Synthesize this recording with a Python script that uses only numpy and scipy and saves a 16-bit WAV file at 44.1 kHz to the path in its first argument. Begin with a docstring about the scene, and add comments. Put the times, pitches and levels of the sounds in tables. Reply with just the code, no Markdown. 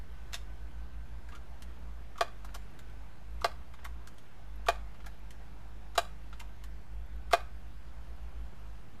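"""First a far engine hum and a soft outdoor wash are heard, then the bolt of an air rifle clicking.
The rifle is pumped five times under a wooden roof: ticks of the linkage, then a snap of the forearm.
Blows ring its damped modes, noise bursts make the metal crack, and roof and fence return echoes.
Two engines beat as sines of wandering pitch; the wash is shaped noise, and faint tones are narrow noise.
The camera adds a whine pulsing once a frame."""
import sys
import numpy as np
from scipy import signal
from scipy.fft import rfft, irfft
from scipy.io import wavfile
from scipy.ndimage import uniform_filter1d

SR = 44100
rng = np.random.default_rng(int(sys.argv[2]) if len(sys.argv) > 2 else 0)


def digitize_waveform(pressure):
    """Quantize a signal to 16-bit integers and store it at the path in sys.argv[1].

    Rows of a 2-D input are taken as channels; values are limited to [-1, 1].
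    """
    field = np.atleast_2d(pressure).T
    bounded = np.clip(field, -1, 1)
    quanta = np.round(bounded * 32767).astype(np.int16)
    wavfile.write(sys.argv[1], SR, quanta)


N = 396900  # length [samples]

# Rifle levels are those of each part before the low cut and the shelter.
# The forearm slams shut: (time [s], ring peak [dB], crack peak [dB])
FOREARM_SNAPS = [(2.208, -15.5, -23), (3.4435, -15, -21), (4.6844, -13, -19.5), (5.977, -14, -17.5),
                 (7.3320, -10.5, -18.5)]
# The latch touches just before each snap and twangs: (time [s], crack peak [dB], ring peak [dB])
LATCH_TOUCHES = [(2.178, -43.5, -37), (3.411, -43, -33), (4.6625, -41, -31.5), (5.951, -43, -37),
                 (7.3094, -39.5, -33)]
# One last touch as the forearm seats: (time [s], crack peak [dB])
SEATING = 7.3265, -27
# The bolt is worked: (time [s], crack peak [dB], ring peak [dB])
BOLT_CLICKS = [(0.324, -46, -54), (.331, -30, -48), (.341, -23.5, -42), (0.348, -48, -52)]
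# The forearm is unlatched and swung:
# (time [s], crack peak [dB], ring peak [dB], crack tilt [dB per octave])
LINKAGE_TICKS = [(1.286, -52, -45.5, 0), (1.32, -47.5, -51, -5.5), (1.3488, -46.5, -53, -1),
                 (1.3575, -56, -55, 0), (2.156, -55, -45, -3), (2.4453, -48.5, -40.5, 4),
                 (2.4885, -50, -48, -7), (3.7359, -48.5, -46, -0.5), (3.7893, -48.5, -50, -9),
                 (3.8285, -60, -53, -4), (4.9444, -57, -48, -1), (5.0017, -51.5, -50, -6),
                 (5.042, -57, -48, -4), (6.327, -46, -43.5, -6)]
# The link takes up its slack: a touch, a hit and a dull knock:
# (hit time [s], touch crack peak [dB], hit crack peak [dB], hit ring peak [dB],
#  centre of the hit's ring [Hz], knock peak [dB])
LINK_CLATTERS = [(2.5476, -42.5, -36.5, -39, 1070, -39), (3.8495, -43, -40.5, -35, 1350, -41),
                 (5.0654, -46.5, -51, -39.5, 1100, -54), (6.4004, -46, -38.5, -38, 2600, -41)]
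# The forearm meets its open stop, at times with a faint rebound:
# (time [s], crack peak [dB], ring peak [dB])
OPEN_STOPS = [(1.621, -40.5, -51), (2.7894, -43, -48), (2.8968, -57, -55), (4.0717, -42, -45),
              (4.1812, -49.5, -59), (5.3053, -43, -53), (6.6374, -42.5, -47)]
# Modes of stock, tube and forearm, before extra damping:
# (frequency [Hz], relative level in a snap [dB], decay time t60 [s])
RIFLE_MODES = [(372, -13, 0.047), (544, -9, 0.041), (614, -9.5, 0.065), (697, -1, .046), (867, -8.5, 0.051),
               (958, -16.5, 0.032), (1067, -9, 0.039), (1176, 0, 0.025), (1288, -7.5, 0.056),
               (1456, -7.5, 0.02), (1598, -10.5, 0.051), (1733, -10.5, 0.019), (1904, -17, .04),
               (2145, -13.5, 0.025), (2458, -17, 0.073), (2710, -28, 0.033), (3370, -11.5, 0.029),
               (3780, -13.5, 0.013), (4070, -17.5, 0.045), (4765, -7, 0.0079)]
# Colour of chattering metal before tilt: (frequency [Hz], relative level [dB])
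CRACK_COLOUR = [(250, -50), (600, -5), (1500, 0), (3300, 5.5), (5000, -2), (7000, -3), (10000, -10),
                (13000, -10.5), (16000, -29.5)]
# Reflections from table, roof, fence and trees: (time [s], level [dB])
EARLY_ECHOES = [(0.0051, -7.5), (0.008, -10), (0.0113, -12), (0.0138, -13.5), (0.0199, -16), (0.038, -25.5),
                (0.073, -30.5)]
# Decay of the shelter's late tail: (frequency [Hz], decay time t60 [s])
SHELTER_DECAY = [(300, 0.083), (700, 0.31), (1500, 0.35), (4000, 0.27), (12000, 0.33)]
# Hunting idle: (time [s], firing rate [Hz], rms level of the fundamental [dB])
IDLE_COURSE = [(0.0, 51.46, -50.2), (0.4, 50.35, -45.9), (1.1, 52.36, -47.7), (1.6, 52.77, -51.6),
               (2.1, 52.64, -54.9), (2.8, 50.58, -46.9), (3.3, 52.02, -48.3), (3.8, 54.16, -54.6),
               (4.5, 50.73, -45.2), (5.2, 53.02, -49.7), (6.0, 52.12, -47.6), (6.6, 52.12, -46.8),
               (7.1, 50.18, -45.6), (7.8, 52.25, -49.3), (8.3, 50.8, -46.2), (9.0, 52.79, -46.5)]
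# Upper orders of the idling engine: (multiple of firing rate [1], level re fundamental [dB])
IDLE_ORDERS = [(2, -16.5), (3, -20)]
# The other engine revs up and down: (time [s], firing rate [Hz])
REV_COURSE = [(0.0, 59.32), (0.33, 61.5), (0.82, 56.46), (1.43, 61.61), (1.91, 55.6), (2.64, 47.79),
              (3.24, 53.9), (3.71, 61.63), (4.07, 53.79), (4.51, 49.08), (4.58, 50.87), (5.31, 46.44),
              (6.17, 39.69), (6.77, 53.3), (7.37, 58.74), (7.83, 61.87), (8.27, 58.02), (8.78, 50.6),
              (9.0, 53.86)]
# The revving engine booms near its pipe resonance: (firing rate [Hz], rms level [dB])
EXHAUST_BOOM = [(40.0, -65), (46.0, -56), (50.0, -47), (54.0, -47), (57.0, -45), (60.0, -51.5), (62.0, -55)]
# Wavering far tones: (frequency [Hz], bandwidth [Hz], rms level [dB])
FAR_TONES = [(80.7, 4, -71), (120.4, 6.5, -66), (182.5, 4.5, -69)]
# Spectrum of the wash before its overall level is set: (frequency [Hz], relative density [dB per Hz])
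WASH_SPECTRUM = [(15, 4.5), (40, 3), (70, -9.5), (90, -6), (180, -6.5), (260, -10), (350, -12.5),
                 (550, -16), (700, -12.5), (1000, -15.5), (1500, -18), (2500, -23), (6000, -34),
                 (15000, -43)]

# Frequencies in Hz, tilts in dB per octave, decay times t60 in s
TICK_HZ, TICK_T60 = 1200, 0.046
BOLT_HZ, BOLT_TILT_DB, BOLT_T60 = 2990, -1, 0.016
STOP_HZ, STOP_TILT_DB, STOP_T60 = 1350, 3, 0.016
CLATTER_TILT_DB, CLATTER_T60 = 2.5, 0.0092
TOUCH_LEAD_S, TOUCH_TILT_DB = 0.0055, 5
TOUCH_RING_DB = -2.5  # ring peak relative to the touch's crack
KNOCK_DELAY_S, KNOCK_HZ = 0.0078, 1060
SQUEAK_S, SQUEAK_LENGTH_S, SQUEAK_EDGE_S = 1.32, 0.058, 0.008
SQUEAK_DB = -56.5  # rms between the edges
SQUEAK_FROM_HZ, SQUEAK_TO_HZ, SQUEAK_GLIDE_S, SQUEAK_WIDTH_HZ = 1130, 1350, 0.0357, 53
FAN_MULTIPLE, FAN_WIDTH_HZ = 29.8, 6  # multiple of the idling firing rate
FAN_DB, FAN_FADE_DB_PER_S = -23.5, 1  # starting level relative to the idling fundamental
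WASH_DB, SWELL_DB, PATCHY_DB = -55.5, 0.46, 1.2  # rms level, then rms depths of the drifts
FRAMES_PER_S = 60 / 1.001
WHINE_HZ, WHINE_ON, WHINE_OFF = 11420, 0.14, 0.68  # on and off as shares of a frame
WHINE_DB, WHINE_WANDER_DB = -80, 4  # middle peak level and its spread from frame to frame
EDGE_HZ, OFFSET = 14950, 0.0104  # band limit, steady offset of full scale


def rifle():
    """Radiation efficiency: so small a body radiates little bass, hence a low cut on all its sounds."""
    out = snaps() + latch() + bolt() + ticks() + clatters() + stops()
    add(out, SQUEAK_S, squeak())
    low_cut = signal.butter(4, 320, "high", fs=SR, output="sos")
    return signal.sosfilt(low_cut, out)


def snaps():
    """Impulsive excitation: one clean blow rings all modes while the metal cracks."""
    out = np.zeros(N)
    for s, ring_db, crack_db in FOREARM_SNAPS:
        add(out, s, gain_of(ring_db) * peaked(ring(spread_db=1)))
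        add(out, s, gain_of(crack_db) * crack(-0.6, 0.022, rise=0.0002))
    seat_s, seat_db = SEATING
    add(out, seat_s, gain_of(seat_db) * crack(-3.3, 0.019))
    return out


def latch():
    """Selective excitation: a light touch cracks, then twangs the modes close to its own pitch."""
    out = np.zeros(N)
    for s, crack_db, ring_db in LATCH_TOUCHES:
        add(out, s, gain_of(crack_db) * crack(0.36, 0.068))
        twang = rattled(ring(1, centre_hz=1190, narrow_db=104, damping_db=1100))
        add(out, s + 0.00193, gain_of(ring_db) * twang)
    return out


def bolt():
    """Impact of small metal parts: brief contacts favour the higher modes."""
    out = np.zeros(N)
    for s, crack_db, ring_db in BOLT_CLICKS:
        add(out, s, tick(crack_db, ring_db, BOLT_HZ, BOLT_TILT_DB, BOLT_T60))
    return out


def ticks():
    """Light impact: each contact in the linkage has its own balance of chatter and ring."""
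    out = np.zeros(N)
    for s, crack_db, ring_db, tilt_db in LINKAGE_TICKS:
        add(out, s, tick(crack_db, ring_db, TICK_HZ, tilt_db, TICK_T60))
    return out


def clatters():
    """Mechanical play: as slack is taken up, a touch, a hit and a dull knock follow closely."""
    out = np.zeros(N)
    for s, touch_db, crack_db, ring_db, hz, knock_db in LINK_CLATTERS:
        touch = tick(touch_db, touch_db + TOUCH_RING_DB, TICK_HZ, TOUCH_TILT_DB, TICK_T60)
        add(out, s - TOUCH_LEAD_S, touch)
        add(out, s, tick(crack_db, ring_db, hz, CLATTER_TILT_DB, CLATTER_T60))
        add(out, s + KNOCK_DELAY_S, gain_of(knock_db) * knock(KNOCK_HZ))
    return out


def stops():
    """Impact against a stop: a short chatter and a damped knock."""
    out = np.zeros(N)
    for s, crack_db, ring_db in OPEN_STOPS:
        add(out, s, tick(crack_db, ring_db, STOP_HZ, STOP_TILT_DB, STOP_T60))
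    return out


def squeak():
    """Dry friction: the slipping hinge gives a short, slightly rough rising tone."""
    t = np.arange(0, SQUEAK_LENGTH_S, 1 / SR)
    glide = np.minimum(t / SQUEAK_GLIDE_S, 1)
    hz = SQUEAK_FROM_HZ + (SQUEAK_TO_HZ - SQUEAK_FROM_HZ) * glide
    edges = np.clip(np.minimum(t, SQUEAK_LENGTH_S - t) / SQUEAK_EDGE_S, 0, 1)
    return gain_of(SQUEAK_DB) * edges * narrow_noise(hz, SQUEAK_WIDTH_HZ, size=len(t))


def tick(crack_db, ring_db, hz, tilt_db, t60):
    """Superposition: a knock of the body plus its chatter of metal."""
    sound = gain_of(crack_db) * crack(tilt_db, t60, rise=0.0009)
    add(sound, 0, gain_of(ring_db) * knock(hz))
    return sound


def knock(hz):
    """Added damping: the hands shorten the ring of a small blow."""
    return rattled(ring(2.1, centre_hz=hz, narrow_db=18, damping_db=2600))


def rattled(sound):
    """Repeated impact: a loose part lands in a short, dying flurry of touches."""
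    t = np.arange(256) / SR
    touches = rng.standard_normal(256) * gain_of(-60 * t / 0.01)
    return peaked(signal.fftconvolve(touches, sound))


def ring(spread_db, centre_hz=1000, narrow_db=0, damping_db=0):
    """Modal superposition: decaying sines of alternating sign; damping_db adds decay [dB per s]."""
    hz, mode_db, t60 = np.transpose(RIFLE_MODES)[:, :, None]
    t = np.arange(SR // 8) / SR
    # a small blow ignores the snap's levels and wakes modes by distance in octaves
    if narrow_db:
        mode_db = -narrow_db * np.log2(hz / centre_hz) ** 2
    mode_db = mode_db + spread_db * rng.standard_normal(hz.shape)
    sign = (-1.) ** np.arange(len(hz))[:, None]
    decay = gain_of(mode_db - (60 / t60 + damping_db) * t)
    return (sign * decay * np.sin(2 * np.pi * hz * t)).sum(0)


def crack(tilt_db, t60, rise=0.00043):
    """Broadband contact noise: coloured chatter dies fast, over a softer and slower settling."""
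    hz, t = np.fft.rfftfreq(8192, 1 / SR), np.arange(8192) / SR
    # the tilt turns about 4 kHz and levels off in the bass
    colour = gain_of(read(CRACK_COLOUR, hz) + tilt_db * np.log2(hz / 4000 + 0.058))
    noise = irfft(rfft(rng.standard_normal(8192)) * colour)
    dying = gain_of(-60 * t / t60) + gain_of(-19 - 60 * t / 0.1)
    return peaked(noise * dying * (1 - np.exp(-t / rise)))


def shelter(x):
    """Reflection and reverberation: early echoes, then sparse taps whose bands decay at their own rates."""
    taps = np.zeros(SR // 2)
    at = np.arange(800, len(taps) - 20, 20)
    taps[at + rng.integers(0, 20, len(at))] = rng.choice([-1., 1.], len(at))
    hz, t, z = signal.stft(taps, SR, nperseg=256)
    decay = gain_of(-60 * t / read(SHELTER_DECAY, hz)[:, None])
    response = signal.istft(z * decay, SR, nperseg=256)[1]
    response = gain_of(-16.5) * response / np.linalg.norm(response)
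    for s, db in [(0.0008, 0.01)] + EARLY_ECHOES:  # the direct path comes first
        add(response, s, gain_of([db]))
    return signal.fftconvolve(x, response)[:N]


def engines():
    """Beating: one engine hunts at idle, its fan singing along; the other revs up and down through it."""
    t = np.arange(N) / SR
    s, hz, db = np.transpose(IDLE_COURSE)
    idle_hz, idle_db = np.interp(t, s, hz), np.interp(t, s, db)
    fan_level = gain_of(idle_db + FAN_DB - FAN_FADE_DB_PER_S * t)
    fan = fan_level * narrow_noise(FAN_MULTIPLE * idle_hz, FAN_WIDTH_HZ)
    rev_hz = np.interp(t, *np.transpose(REV_COURSE))
    rev_db = np.interp(rev_hz, *np.transpose(EXHAUST_BOOM))
    return engine(idle_hz, idle_db, IDLE_ORDERS) + fan + engine(rev_hz, rev_db, [])


def engine(hz, db, orders):
    """Harmonic series: a drone on the firing rate, with any weak upper orders given."""
    turn = 2 * np.pi * np.cumsum(hz) / SR
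    upper = sum(gain_of(order_db) * np.sin(k * turn) for k, order_db in orders)
    return np.sqrt(2) * gain_of(db) * (np.sin(turn) + upper)


def faint_tones():
    """Narrow-band noise: far tones whose level and phase waver at a rate set by their bandwidth."""
    return sum(gain_of(db) * narrow_noise(hz, width) for hz, width, db in FAR_TONES)


def wash():
    """Incoherent sum of far traffic and leaves: random short-time spectra with drifting patches."""
    frames, hz = N // 256 + 5, np.fft.rfftfreq(1024, 1 / SR)
    real, imaginary, patches = rng.standard_normal((frames, 513, 3)).T
    # smooth over frequency, then over time
    patches = evened(uniform_filter1d(uniform_filter1d(patches, 12, 0), 14, 1))
    swell = evened(uniform_filter1d(rng.standard_normal(frames), 80))
    level_db = read(WASH_SPECTRUM, hz)[:, None] + PATCHY_DB * patches + SWELL_DB * swell
    z = (real + 1j * imaginary) * gain_of(level_db)
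    noise = evened(signal.istft(z, nperseg=1024, noverlap=768)[1][:N])
    return noise * gain_of(WASH_DB)


def narrow_noise(hz, width, size=N):
    """Modulation: noise smoothed to a slow wobble, carried on a frequency or a pitch curve."""
    r = np.exp(-np.pi * width / SR)
    white = rng.standard_normal((2, size + SR // 10))
    slow = signal.lfilter([1], [1, -r], white)[:, -size:]  # drop the filter's start
    carrier = np.exp(2j * np.pi * np.cumsum(hz * np.ones(size)) / SR)
    return evened(((slow[0] + 1j * slow[1]) * carrier).real)


def gain_of(db):
    """Decibel law: level to amplitude ratio."""
    return 10 ** (np.asarray(db) / 20)


def evened(x):
    """Normalisation to unit rms."""
    return x / np.sqrt(np.mean(x ** 2) + 1e-20)


def peaked(x):
    """Normalisation to unit peak."""
    return x / abs(x).max()


def read(points, hz):
    """Interpolation of a table along log frequency."""
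    f, value = np.transpose(points)
    return np.interp(np.log(hz + 1), np.log(f + 1), value)


def add(mix, s, sound):
    """Superposition: add a sound into the mix in place, from time s [s]."""
    part = mix[round(s * SR):][:len(sound)]
    part += sound[:len(part)]


def scene():
    """Superposition: the sheltered rifle over the open-air background, as one channel."""
    return (shelter(rifle()) + engines() + faint_tones() + wash())[None]


def record(dry):
    """Electrical leakage and band limiting: a whine burst once a frame, a low-pass, a steady offset."""
    frame, phase = np.divmod(np.arange(N) / SR * FRAMES_PER_S, 1)
    burst = np.sin(np.pi * np.clip((phase - WHINE_ON) / (WHINE_OFF - WHINE_ON), 0, 1))
    frame_db = WHINE_DB + WHINE_WANDER_DB * rng.standard_normal(int(frame[-1]) + 1)
    level = gain_of(frame_db)[frame.astype(int)]
    # the sine restarts with every frame
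    whine = level * burst * np.sin(2 * np.pi * WHINE_HZ * phase / FRAMES_PER_S)
    edge = signal.firwin(511, EDGE_HZ, window=("kaiser", 9), fs=SR)
    return signal.oaconvolve(dry + whine, edge[None], "same") + OFFSET


dry = scene()
out = record(dry)
digitize_waveform(out)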